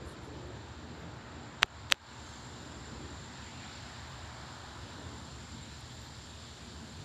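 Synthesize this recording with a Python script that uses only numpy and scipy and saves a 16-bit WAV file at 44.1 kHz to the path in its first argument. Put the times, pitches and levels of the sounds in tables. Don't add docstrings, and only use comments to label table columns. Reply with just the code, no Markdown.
import sys
import numpy as np
from scipy import signal
from scipy.fft import rfft, irfft, next_fast_len
from scipy.io import wavfile
from scipy.ndimage import uniform_filter1d, minimum_filter1d

SR = 44100
rng = np.random.default_rng(int(sys.argv[2]) if len(sys.argv) > 2 else 0)


def transcribe(u):
    v = np.clip(np.atleast_2d(u).T, -1, 1)
    q = np.round(v * 32767).astype(np.int16)
    wavfile.write(sys.argv[1], SR, q)


N = 310552
TIME = np.arange(N) / SR
FFT_SIZE = next_fast_len(N, True)
BINS_HZ = np.fft.rfftfreq(FFT_SIZE, 1 / SR)


def gain_of(db):
    return 10 ** (np.asarray(db) / 20)


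def evened(x):
    return x / np.sqrt(np.mean(x ** 2) + 1e-20)


def spectrum_gain(points, hz):
    table_hz, table_db = np.transpose(points)
    return gain_of(np.interp(np.log(hz + 1), np.log(table_hz + 1), table_db))


def level_curves(table):
    s, *columns = np.transpose(table)
    return [gain_of(np.interp(TIME, s, column)) for column in columns]


def add(mix, s, sound):
    part = mix[max(round(s * SR), 0):][:len(sound)]
    part += sound[:len(part)]


def coloured(x, gain):
    return evened(irfft(rfft(x, FFT_SIZE) * gain, FFT_SIZE)[:N])


def noise(gain):
    return coloured(rng.standard_normal(N), gain)


def wander(rate_hz):
    return noise(np.exp(-(BINS_HZ / rate_hz) ** 2))


def hump(hz, width_hz):
    return 1 / (1 + (2.36 * (BINS_HZ - hz) / width_hz) ** 2)


def swell(s, length_s):
    return np.exp(-2 * ((TIME - s) / length_s) ** 2)


def following(gain, db_per_db):
    mean_gain = np.exp(np.log(gain).mean())
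    return (gain / mean_gain) ** db_per_db


def patchy(x, depth_db, bins):
    spectrogram = signal.stft(x, nperseg=1024, noverlap=768)[2]
    patches = uniform_filter1d(rng.standard_normal(spectrogram.shape), size=bins, axis=0)
    patches = evened(uniform_filter1d(patches, size=18, axis=1))
    stirred = signal.istft(spectrogram * gain_of(depth_db * patches), nperseg=1024, noverlap=768)[1]
    return evened(stirred[:N])


def ring(db, hz, t60_s, size=4096):
    t = np.arange(size) / SR
    return gain_of(db - 60 * t / t60_s) * np.sin(2 * np.pi * hz * t)


# (peak time [s], length [s], rumble level [dB], drone level [dB], moan level [dB])
GUSTS = [(0.025, 0.16, -46, -51.5, -49), (0.394, 0.41, -54, -52.5, -49.5), (0.995, 0.32, -50, -50, -51.5),
         (1.38, 0.31, -56, -55, -54.5), (2.647, 0.31, -54, -51, -54), (3.026, 0.26, -45, -51, -52),
         (3.546, 0.47, -62, -51.5, -71), (4.17, 0.18, -51, -59, -75), (4.79, 0.12, -47, -68, -72),
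         (5.04, 0.29, -54, -48.5, -53.5), (5.53, 0.41, -49, -52, -65), (6.81, 0.32, -57, -49.5, -60),
         (7.031, 0.11, -46, -61, -70)]
# (time [s], far-tree roar level [dB], near-crown hiss level [dB])
BREEZE = [(0, -52, -58), (0.8, -52, -57.5), (1.25, -51, -58.5), (1.85, -51, -57.5), (2.3, -51, -53.5),
          (2.9, -50.5, -54.5), (3.6, -51, -54), (5, -50.5, -53), (5.5, -53.5, -53), (6.1, -54.5, -52.5),
          (7.04, -54.5, -52.5)]
CALM_RUMBLE_DB, CALM_DRONE_DB, CALM_MOAN_DB = -50, -54.7, -59
SURGE_S, SURGE_LENGTH_S, SURGE_TRAVEL_S = 3.72, 0.8, 0.66
SURGE_BOUGHS_DB, SURGE_CROWN_DB, SURGE_FAR_DB = 4.5, 2, 2


def wind_levels(unsteady_db=0.4):
    power = gain_of([[CALM_RUMBLE_DB], [CALM_DRONE_DB], [CALM_MOAN_DB]]) ** 2
    for s, length_s, *db in GUSTS:
        power = power + np.outer(gain_of(db), swell(s, length_s)) ** 2
    rumble, drone, moan = np.sqrt(power)
    far_surge = swell(SURGE_S + SURGE_TRAVEL_S, SURGE_LENGTH_S)
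    roar = level_curves(BREEZE)[0] * gain_of(SURGE_FAR_DB * far_surge)
    return rumble * gain_of(unsteady_db * wander(1.7)), drone, moan, roar


# (frequency [Hz], relative level [dB])
RUMBLE_SPECTRUM = [(20, -60), (33, -38), (46, -24), (58, -4.5), (77, 2.5), (104, -5), (120, 0), (150, -8.5),
                   (200, -21.5), (400, -53), (1000, -81)]
DRONE_SPECTRUM = [(70, -36), (120, -8), (160, 5), (200, 1), (245, 1.5), (280, -6), (340, -17), (700, -59)]
MOAN_SPECTRUM = [(170, -40), (250, -13), (295, 1.5), (365, 0.5), (450, -4), (520, -1), (650, -4.5),
                 (1500, -55)]
ROAR_SPECTRUM = [(200, -8), (450, -8), (620, -1.5), (900, 3.5), (1150, 0), (1400, 0.5), (1770, -4),
                 (2100, -17.5), (4000, -15), (9000, -83)]
# (frequency [Hz], nominal width [Hz], gain before halving [dB])
HOLLOWS = [(235.4, 48, 9), (292, 20, 8), (354, 27, 4.5), (434, 38, 5.5)]


def wind():
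    rumble, drone, moan, roar = wind_levels()
    hollow = 1 + sum(gain_of(db) * hump(hz, width_hz) for hz, width_hz, db in HOLLOWS) / 2
    low = gain_of(-1.67) * rumble * noise(spectrum_gain(RUMBLE_SPECTRUM, BINS_HZ))
    droning = gain_of(-4.0) * drone * noise(hollow * spectrum_gain(DRONE_SPECTRUM, BINS_HZ))
    moaning = gain_of(-1.24) * moan * noise(hollow * spectrum_gain(MOAN_SPECTRUM, BINS_HZ))
    far_trees = patchy(noise(spectrum_gain(ROAR_SPECTRUM, BINS_HZ)), depth_db=0.73, bins=6)
    return low + droning + moaning + gain_of(-2.5) * roar * far_trees


# (peak time [s], length [s], rms level before the swell [dB], frequency [Hz])
HOOTS = [(0.44, 0.12, -51, 359.4), (0.553, 0.06, -48.5, 108), (1.048, 0.061, -50, 168),
         (1.81, 0.061, -49.5, 103), (3.06, 0.081, -59, 356), (6.805, 0.073, -52, 231)]


def hoot(s, length_s, db, hz, waver_share=0.0239):
    turns = np.cumsum(hz * (1 + waver_share * wander(29))) / SR
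    return gain_of(db) * swell(s, length_s) * evened(np.sin(2 * np.pi * turns))


BOUGHS_DB, BOUGHS_DB_PER_DB = -60.5, 0.23
FIZZ_DB, FIZZ_DB_PER_DB = -74.5, 2.5


def leaf_levels():
    far, crown = level_curves(BREEZE)
    surge = swell(SURGE_S, SURGE_LENGTH_S)
    hiss = crown * gain_of(SURGE_CROWN_DB * surge)
    swish = gain_of(BOUGHS_DB + SURGE_BOUGHS_DB * surge) * following(far, BOUGHS_DB_PER_DB)
    fizz = gain_of(FIZZ_DB) * following(crown, FIZZ_DB_PER_DB)
    return hiss, swish, fizz


def rustle(spectrum, contacts_per_s):
    size = gain_of(2.2 * np.minimum(rng.exponential(1, N), 4)) * rng.choice([-1, 1], N)
    contacts = evened(size * (rng.random(N) < contacts_per_s / SR))
    wash = rng.standard_normal(N)
    return coloured(contacts + wash, spectrum_gain(spectrum, BINS_HZ))


# (frequency [Hz], relative level [dB])
SWISH_SPECTRUM = [(800, -51), (1500, 4.5), (1850, 5.5), (2400, 2), (2900, -0.5), (4000, -8), (8000, -39)]
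HISS_SPECTRUM = [(1200, -42), (2400, -11), (3100, -1), (3700, 3), (4550, 1.5), (5200, -2.5), (6000, -8.5),
                 (6900, -8), (7900, -16), (9000, -25), (12000, -43), (14000, -60)]
FIZZ_SPECTRUM = [(3000, -18), (6500, 1.5), (8000, 2.5), (9000, 1), (10000, -4), (12000, -10), (13500, -13),
                 (15000, -18)]


def leaves():
    hiss, swish, fizz = leaf_levels()
    boughs = swish * patchy(rustle(SWISH_SPECTRUM, contacts_per_s=6000), depth_db=1.65, bins=8)
    crown = patchy(rustle(HISS_SPECTRUM, contacts_per_s=8000), depth_db=1.0, bins=14)
    near = fizz * patchy(rustle(FIZZ_SPECTRUM, contacts_per_s=2700), depth_db=0.3, bins=24)
    return boughs + gain_of(-3.0) * hiss * crown + near


# (middle time [s], level before the swell [dB], length [s], centre [Hz], -6 dB width [Hz])
BRUSHES = [(.1, -65, 0.054, 9250, 4800), (0.25, -73, 0.045, 9600, 4600), (0.474, -70, 0.004, 10800, 2600),
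           (1.004, -82, 0.05, 11700, 3000), (1.17, -85, 0.01, 11000, 3500),
           (1.015, -53, 0.0036, 3300, 3200), (2.26, -78, .06, 10400, 600), (2.32, -65.5, .16, 6500, 600),
           (2.62, -88, .13, 13400, 1200), (3.75, -62, .24, 4700, 2200), (3.9, -80, .08, 10000, 3500),
           (4.12, -85, 0.14, 13500, 1200), (5.808, -62.5, 0.0044, 9600, 2600)]


def brush(s, db, length_s, hz, width_hz, contacts_per_s=1500, wash_db=-5):
    band = np.exp(-((BINS_HZ - hz) / width_hz * 1.8) ** 4)
    contacts = evened(rng.standard_normal(N) * (rng.random(N) < contacts_per_s / SR))
    wash = gain_of(wash_db) * rng.standard_normal(N)
    return gain_of(db) * swell(s, length_s) * coloured(contacts + wash, band)


# (start time [s], snap peak [dB], pitch factor of the colour,
# tilt [dB/octave], case knock frequency [Hz], ring offset [dB])
CLICKS = [(1.6243, -26.5, 0.84, -1, 720, -6), (1.6308, 2.5, 0.93, 0.5, 730, -10),
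          (1.6357, -35, 0.84, -3, 720, -6), (1.6603, -47, 1.1, 16, 720, -6),
          (1.9015, -29.5, 0.99, 4, 560, -4), (1.9123, -28, 1.1, 3, 555, -2), (1.918, -31, 0.94, 2, 555, 0),
          (1.9228, 5.5, 0.92, 4.5, 565, -10), (1.9345, -34, 1.0, 2, 555, 0),
          (1.9438, -33.5, 0.88, 5, 560, -4)]
# (frequency [Hz], relative level [dB])
CLICK_COLOUR = [(40, -46), (130, -12), (270, -6), (500, -7), (950, 8.5), (1500, 12.5), (2000, 12.5),
                (2500, 8.5), (2850, 12), (3500, 10), (4200, 7.5), (4900, -0.5), (6800, -8), (9200, -15.5),
                (10400, -22), (11900, -21), (13500, -24), (15000, -27), (16000, -39)]
# (frequency [Hz], level re snap before ring offset [dB], t60 [s])
CLICK_RINGS = [(2610, -29, 0.0085), (4670, -40, 0.032), (5960, -27, 0.024)]


def click(peak_db, pitch, tilt_db_per_octave, knock_hz, ring_db,
          knock_db=-30, knock_t60_s=0.03, scatter_db=-53, scatter_t60_s=0.05, size=4096):
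    hz, t = abs(np.fft.fftfreq(size, 1 / SR)), np.arange(size) / SR
    tilt = gain_of(tilt_db_per_octave * np.log2(hz / 2500 + 0.048))
    log_gain = np.log(spectrum_gain(CLICK_COLOUR, hz / pitch) * tilt)
    snap = np.fft.ifft(np.exp(np.conj(signal.hilbert(log_gain)))).real
    knock = gain_of(knock_db - 60 * t / knock_t60_s) * np.cos(2 * np.pi * knock_hz * t)
    echoes = evened(signal.fftconvolve(rng.standard_normal(size), snap)[:size])
    scatter = gain_of(scatter_db - 60 * t / scatter_t60_s) * echoes
    high_ring = sum(ring(db + ring_db, ring_hz, t60_s, size=size) for ring_hz, db, t60_s in CLICK_RINGS)
    return gain_of(peak_db) * (snap / abs(snap).max() + knock + high_ring + scatter)


# (start time [s], length [s], rms level [dB], pitch factor)
CRACKLES = [(1.6207, 0.0081, -37, 0.99), (1.912, 0.0113, -36, 1.02)]
# (frequency [Hz], relative level [dB])
CRACKLE_COLOUR = [(120, 2), (330, 5), (430, 5), (560, 12), (760, 7), (1500, -10), (2600, 1.5), (4500, -4),
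                  (5500, -11), (6200, -1), (6900, -4), (7800, -2.5), (9300, -39), (14000, -36)]


def crackle(length_s, db, pitch, grains_per_s=7000, rise_db=8):
    grains = rng.standard_normal(N) * (rng.random(N) < grains_per_s / SR)
    grit = coloured(grains, spectrum_gain(CRACKLE_COLOUR, BINS_HZ / pitch))[:int(length_s * SR)]
    growth = gain_of(np.linspace(0, rise_db, len(grit)))
    return gain_of(db) * evened(grit * signal.windows.tukey(len(grit), .15) * growth)


# (start time [s], level [dB])
BUMPS = [(1.6423, -27), (1.935, -31)]
# (frequency [Hz], level re bump [dB], t60 [s])
BUMP_MODES = [(139, -1, 0.022), (368, -6, 0.027)]


def bump(db):
    return sum(ring(db + mode_db, hz, t60_s) for hz, mode_db, t60_s in BUMP_MODES)


# (time [s], level [dB])
TRILL = [(0, -67), (1.25, -68.5), (1.45, -66), (1.95, -66.5), (2.35, -60.5), (3.7, -61), (4.85, -65),
         (5.4, -60.5), (7.04, -62.5)]
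# (frequency [Hz], nominal width [Hz], level re TRILL [dB])
CHORUS = [(7260, 340, -8), (6820, 130, -14), (7250, 580, -4)]


def crickets(pitch_hz=7350, fall_hz=110, stroke_share=0.26, strokes_per_s=44.28, near_db=-3):
    strokes = strokes_per_s * TIME + 0.019 * wander(8)
    within = strokes % 1 - .5
    hz = pitch_hz - 2 * fall_hz * np.maximum(within, 0) + 18 * wander(71.0)
    start_phase = rng.random(N)[np.floor(strokes).astype(int)]
    turns = np.cumsum(hz) / SR + start_phase
    stroke = np.exp(-(within / stroke_share) ** 2) * gain_of(2.0 * wander(25))
    near = evened(stroke * np.sin(2 * np.pi * turns))
    far = sum(gain_of(db) * noise(hump(band_hz, width_hz)) for band_hz, width_hz, db in CHORUS)
    return level_curves(TRILL)[0] * (gain_of(near_db) * near + far)


# (start time [s], length [s], rms level [dB], start [Hz], middle [Hz], end [Hz])
WHISTLES = [(5.77, .055, -81, 13450, 13170, 13100), (5.912, .055, -82.5, 13200, 13420, 13600),
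            (5.995, .09, -78, 13420, 13180, 13420), (6.165, .04, -88, 13550, 13280, 12950)]


def whistle(length_s, db, *pitches_hz):
    u = np.linspace(0, 1, int(length_s * SR))
    hz = np.polyval(np.polyfit([0, .5, 1], pitches_hz, 2), u)
    tone = np.sin(2 * np.pi * np.cumsum(hz) / SR)
    return gain_of(db) * evened(signal.windows.tukey(len(u), .5) * tone)


def scene():
    mix = wind() + sum(hoot(*row) for row in HOOTS)
    mix = mix + leaves() + sum(brush(*row) for row in BRUSHES) + crickets()
    for table, source in [(CLICKS, click), (CRACKLES, crackle), (BUMPS, bump), (WHISTLES, whistle)]:
        for s, *row in table:
            add(mix, s, source(*row))
    return mix[None]


CEILING_DB, SELF_NOISE_DB, EDGE_HZ = -1.0, -87, 14900


def record(dry, recovery_db_per_s=58, hold_s=0.062, bass_hz=480):
    over_db = np.maximum(20 * np.log10(abs(dry[0]) + 1e-9) - CEILING_DB, 0)
    ahead_db = -minimum_filter1d(-over_db, size=200)
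    half = int(hold_s * SR / 2)
    held_db = -minimum_filter1d(-ahead_db, size=2 * half + 1, origin=half)
    fall_db = TIME * recovery_db_per_s
    duck_db = uniform_filter1d(np.maximum.accumulate(held_db + fall_db) - fall_db, size=100)
    bass_db = uniform_filter1d(duck_db, size=3001, origin=1500)
    bass = signal.sosfiltfilt(signal.butter(2, bass_hz, fs=SR, output="sos"), dry)
    ducked = (dry - bass + bass / gain_of(bass_db)) / gain_of(duck_db)
    hiss = gain_of(SELF_NOISE_DB) * rng.standard_normal(N)
    low_pass = signal.firwin(511, EDGE_HZ, window=("kaiser", 9), fs=SR)
    return signal.oaconvolve(ducked + hiss, low_pass[None], "same")


dry = scene()
out = record(dry)
transcribe(out)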